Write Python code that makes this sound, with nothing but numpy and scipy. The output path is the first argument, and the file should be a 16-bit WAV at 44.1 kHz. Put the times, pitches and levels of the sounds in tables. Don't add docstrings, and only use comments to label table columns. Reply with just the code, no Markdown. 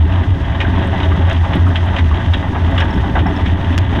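import sys
import numpy as np
from scipy.fft import rfft, irfft, next_fast_len
from scipy.io import wavfile
from scipy.ndimage import uniform_filter1d, minimum_filter1d, map_coordinates

SR = 44100
rng = np.random.default_rng(int(sys.argv[2]) if len(sys.argv) > 2 else 0)


def transcribe(u):
    v = np.clip(np.atleast_2d(u).T, -1, 1)
    q = np.round(v * 32767).astype(np.int16)
    wavfile.write(sys.argv[1], SR, q)


N = 176400
TOP_HZ = 15800


def amp(db):
    return 10 ** (np.asarray(db) / 20)


def unit(x):
    return x / np.sqrt(np.mean(x ** 2) + 1e-20)


def contour(rows):
    times, levels = np.transpose(rows)
    return np.interp(np.arange(N) / SR, times, levels)


def wobble(rate):
    return map_coordinates(rng.standard_normal(4096), [np.arange(N) * rate / SR + 2], mode="wrap")


def coloured(x, spectrum, resonances=()):
    size = 2 * next_fast_len(N * 3 // 4)
    hz = np.fft.rfftfreq(size, 1 / SR)
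    knot_hz, knot_db = np.transpose(spectrum)
    db = np.interp(np.log(hz + 1), np.log(knot_hz + 1), knot_db)
    for centre, width, boost in resonances:
        db = db + boost / (1 + (2 * (hz - centre) / width) ** 2)
    cepstrum = irfft(np.log(unit(amp(db)) + 1e-6))
    cepstrum[1:size // 2] *= 2
    cepstrum[size // 2 + 1:] = 0
    return irfft(rfft(x, size) * np.exp(rfft(cepstrum)), size)[:N]


def grainy(grain_db, rate):
    return unit(rng.standard_normal(N) * amp(grain_db * np.tanh(wobble(rate) / 2) * 1.96))


def strike(rise_s, t60):
    t = np.arange(SR // 2) / SR
    envelope = (1 - np.exp(-t / rise_s)) * amp(-60 * t / t60)
    return envelope / envelope.max()


def bursts(events, rise_s, t60):
    envelope = strike(rise_s, t60)
    power = np.zeros(N + SR)
    for onset, db, *_ in events:
        power[round(onset * SR):][:len(envelope)] += (amp(db) * envelope) ** 2
    return np.sqrt(power[:N]) * rng.standard_normal(N)


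# f/Hz, bandwidth/Hz, boost/dB
HULL_MODES = [(171, 57, 3.5), (253.7, 21, 5.5), (288, 20, 7), (551.5, 24.4, 12.5), (655, 43, 7),
              (902, 64, 4), (1183, 54, 1.5), (1506, 27, 7), (1638, 91, 7), (1843, 130, 6.5), (1998, 35, 8)]
# f/Hz, relative level/dB
ROAR_SPECTRUM = [(90, -26.5), (130, -5.5), (185, -0.5), (222, -5.5), (290, -5), (400, -8.5), (500, -23.5),
                 (1000, -64)]
# t/s, level/dB
ROAR_DRIVE = [(0.05, -24.5), (0.28, -23), (0.55, -26), (0.8, -17.5), (0.88, -22.5), (1.22, -20),
              (1.44, -27.5), (1.55, -18), (1.77, -24), (2.38, -24.5), (2.46, -22.5), (2.66, -23),
              (2.72, -18), (2.8, -22.5), (2.9, -19.5), (3.6, -22), (3.88, -24), (3.97, -19.5)]
# f/Hz, relative level/dB
SHELL_SPECTRUM = [(150, -38), (490, -12), (640, -0.5), (900, 1.5), (1400, -8), (2000, -9), (2300, -16),
                  (3100, -12), (3700, -15), (4400, -39.5), (12000, -86.5)]
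# t/s, level/dB
SHELL_DRIVE = [(0.04, -31), (0.18, -25), (0.33, -31), (0.55, -27.5), (0.83, -22.5), (0.9, -29),
               (0.94, -22.5), (1.1, -27), (1.32, -24.5), (1.39, -29.5), (1.54, -23), (1.61, -27),
               (1.82, -29), (1.95, -22.5), (2.05, -30.5), (2.16, -26), (2.5, -30), (2.67, -28),
               (2.73, -23.5), (2.95, -25.5), (3.23, -31), (3.38, -25.5), (3.56, -28.5), (3.64, -25.5),
               (3.88, -30.5), (4.0, -21)]
# f/Hz, relative level/dB
CONTACT_SPECTRUM = [(200, -27), (800, -4), (2000, -1), (3300, 3.5), (3800, -5), (4400, -22), (5600, -23.5),
                    (11000, -47), (15000, -81.5)]

def rolling():
    shell_db = contour(SHELL_DRIVE)
    jolt_db = wobble(rate=35)
    chatter_db = -37.5 + 0.58 * (shell_db - shell_db.mean())
    roar = grainy(grain_db=2, rate=60) * amp(contour(ROAR_DRIVE))
    shell = grainy(grain_db=2, rate=300) * amp(shell_db + jolt_db)
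    chatter = grainy(grain_db=6, rate=150) * amp(chatter_db + jolt_db)
    return (coloured(roar, ROAR_SPECTRUM, HULL_MODES)
            + coloured(shell, SHELL_SPECTRUM, HULL_MODES)
            + coloured(chatter, CONTACT_SPECTRUM, HULL_MODES))


# centre t/s, duration/s, level/dB
BOOM_THROBS = [(0.019, 0.14, -7.5), (0.181, 0.086, -9.5), (0.321, 0.057, -5.5), (0.701, 0.15, -18),
               (1.09, 0.15, -11.5), (1.259, 0.094, -8), (1.417, 0.11, -9.5), (1.651, 0.14, -9.5),
               (1.846, 0.23, -14.5), (2.068, 0.22, -12), (2.311, 0.085, -9), (2.449, 0.021, -14.5),
               (2.672, .11, -10), (2.802, 0.097, -12), (3.218, .05, -13), (3.517, 0.076, -10),
               (3.74, 0.25, -14)]
# f/Hz, relative level/dB
RUMBLE_SPECTRUM = [(15, -8.5), (40, -9), (60, 4), (78, 1.5), (112, 0), (135, -11.5), (300, -79)]

def boom():
    mode_hz, wander_hz = 85.07, 4.7
    rest_db, flutter_db, rumble_db = -20, 2.5, -18
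    t = np.arange(N) / SR
    power = amp(rest_db) ** 2
    for centre, duration, db in BOOM_THROBS:
        power = power + (amp(db) * np.exp(-(2 * (t - centre) / duration) ** 2)) ** 2
    hz = mode_hz + wander_hz * wobble(rate=20)
    mode = np.sqrt(2 * power) * np.sin(2 * np.pi * np.cumsum(hz) / SR)
    flutter = amp(flutter_db * np.tanh(wobble(rate=46)))
    rumble = unit(coloured(rng.standard_normal(N), RUMBLE_SPECTRUM))
    return mode * flutter + amp(rumble_db) * rumble


# t/s, level/dB
TRACK_BUMPS = [(1.435, -22), (2.425, -22.5), (2.548, -19), (3.033, -23.5), (3.151, -14.5), (3.163, -21),
               (3.256, -20)]
# f/Hz, relative level/dB
KNOCK_SPECTRUM = [(60, -20), (250, -7), (480, -12), (800, 4.5), (1200, -3.5), (3700, -21.5), (4500, -61.5)]

def knocks():
    return coloured(bursts(TRACK_BUMPS, rise_s=0.003, t60=0.2), KNOCK_SPECTRUM, HULL_MODES)


# t/s, level/dB, centre of the ringing f/Hz
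FITTING_IMPACTS = [(.603, -19.5, 2500), (.611, -20, 2200), (1, -25.5, 2400), (1.03, -23.5, 3200),
                   (1.297, -28, 3320), (1.309, -23, 3130), (1.533, -23, 2000), (1.756, -19, 3000),
                   (1.962, -21.5, 2680), (1.984, -20.5, 2090), (2.335, -18, 3400), (2.778, -16.5, 2770),
                   (2.805, -19.5, 3170), (3.188, -26.5, 3100), (3.459, -22.5, 2840), (3.959, -32, 3070)]
FITTING_MODES = [1900, 1973, 2193, 2440, 2940, 3230, 3470, 3680, 3780]

def clacks():
    crack_db, ring_db, spread_oct, rise_s = 1, -3.5, 0.24, 0.00074
    contact = bursts(FITTING_IMPACTS, rise_s, t60=0.081)
    crack = amp(crack_db) * coloured(contact, CONTACT_SPECTRUM, HULL_MODES)
    envelope = strike(rise_s, t60=0.11)
    t = np.arange(len(envelope)) / SR
    hz = np.array(FITTING_MODES)[:, None]
    ring = np.zeros(N + SR)
    for onset, db, centre_hz in FITTING_IMPACTS:
        weight = np.exp(-(np.log2(hz / centre_hz) / spread_oct) ** 2)
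        weight *= amp(2 * rng.standard_normal(hz.shape))
        weight /= np.linalg.norm(weight)
        modes = weight * np.sin(2 * np.pi * (hz * t + rng.random(hz.shape)))
        ring[round(onset * SR):][:len(t)] += amp(db + ring_db) * envelope * modes.sum(0)
    return crack + ring[:N]


# t/s, level/dB, spectral peak f/Hz
WHEEL_SLIPS = [(0.646, -25, 1560), (1.112, -23.5, 1220), (1.666, -20.5, 1215), (2.109, -22.5, 1110),
               (2.818, -21, 1580)]

def scuffs():
    slope_db_per_oct = -29.5
    scrapes = np.zeros(N)
    for onset, db, peak_hz in WHEEL_SLIPS:
        spectrum = [(f, slope_db_per_oct * abs(np.log2(f / peak_hz))) for f in (20, peak_hz, TOP_HZ)]
        scrapes += coloured(bursts([(onset, db)], rise_s=0.0015, t60=0.088), spectrum)
    return scrapes


# t/s, level/dB
STONE_IMPACTS = [(1.298, -25), (1.33, -24), (2.803, -24.5), (3.7787, -12.5), (3.785, -16)]
# f/Hz, relative level/dB
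STONE_SPECTRUM = [(300, 6.5), (3000, 9.5), (4200, -2), (5800, 0.5), (8000, -13), (16000, -24)]
# t/s, level/dB
TICK_IMPACTS = [(.872, -43.5), (1.555, -39.5), (1.684, -45.5), (1.86, -43.5), (2.712, -44.5)]
# f/Hz, relative level/dB
TICK_SPECTRUM = [(4000, -37), (8300, 13), (9500, -2), (11500, 3), (15500, -6.5)]

def grit():
    stones = bursts(STONE_IMPACTS, rise_s=0.0002, t60=0.011)
    ticks = bursts(TICK_IMPACTS, rise_s=0.0002, t60=0.007)
    return coloured(stones, STONE_SPECTRUM) + coloured(ticks, TICK_SPECTRUM)


# t/s, level/dB
STEEL_TOUCHES = [(2.807, -37.5), (2.905, -42.5), (2.94, -41.5), (3.265, -40.5), (3.362, -40)]
# f/Hz, relative level/dB
STEEL_SPECTRUM = [(3500, -39.5), (5000, -4), (5400, 10), (5800, -17), (7500, -18.5), (13000, -40.5)]

def jingle():
    return coloured(bursts(STEEL_TOUCHES, rise_s=0.00051, t60=0.04), STEEL_SPECTRUM)


HISS_DIPS = [3.25, 3.56, 3.86]
# f/Hz, relative level/dB
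AIR_SPECTRUM = [(500, -8), (3000, 1.5), (6300, -2.5), (7300, -11.5), (10400, -15.5), (12000, -39.5),
                (15000, -49)]

def airstream():
    steady_db, start_drop_db, build_s = -49.5, 4, 1
    dip_db, dip_s = 7.5, 0.054
    t = np.arange(N) / SR
    level_db = steady_db - start_drop_db * np.clip(1 - t / build_s, 0, 1)
    for centre in HISS_DIPS:
        level_db -= dip_db * np.exp(-(2 * (t - centre) / dip_s) ** 2)
    return coloured(grainy(grain_db=2, rate=66) * amp(level_db), AIR_SPECTRUM)


def scene():
    return (rolling() + boom() + knocks() + clacks() + scuffs() + grit() + jingle() + airstream())[None]


def record(dry):
    ceiling_db, hold_s = -3.5, 0.018
    hold = int(hold_s * SR)
    needed_gain = np.minimum(1, amp(ceiling_db) / (np.abs(dry) + 1e-9))
    limited = dry * uniform_filter1d(minimum_filter1d(needed_gain, hold), hold)
    size = next_fast_len(N + SR // 2)
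    passband = np.fft.rfftfreq(size, 1 / SR) < TOP_HZ
    return irfft(rfft(limited, size) * passband, size)[..., :N]


dry = scene()
out = record(dry)
transcribe(out)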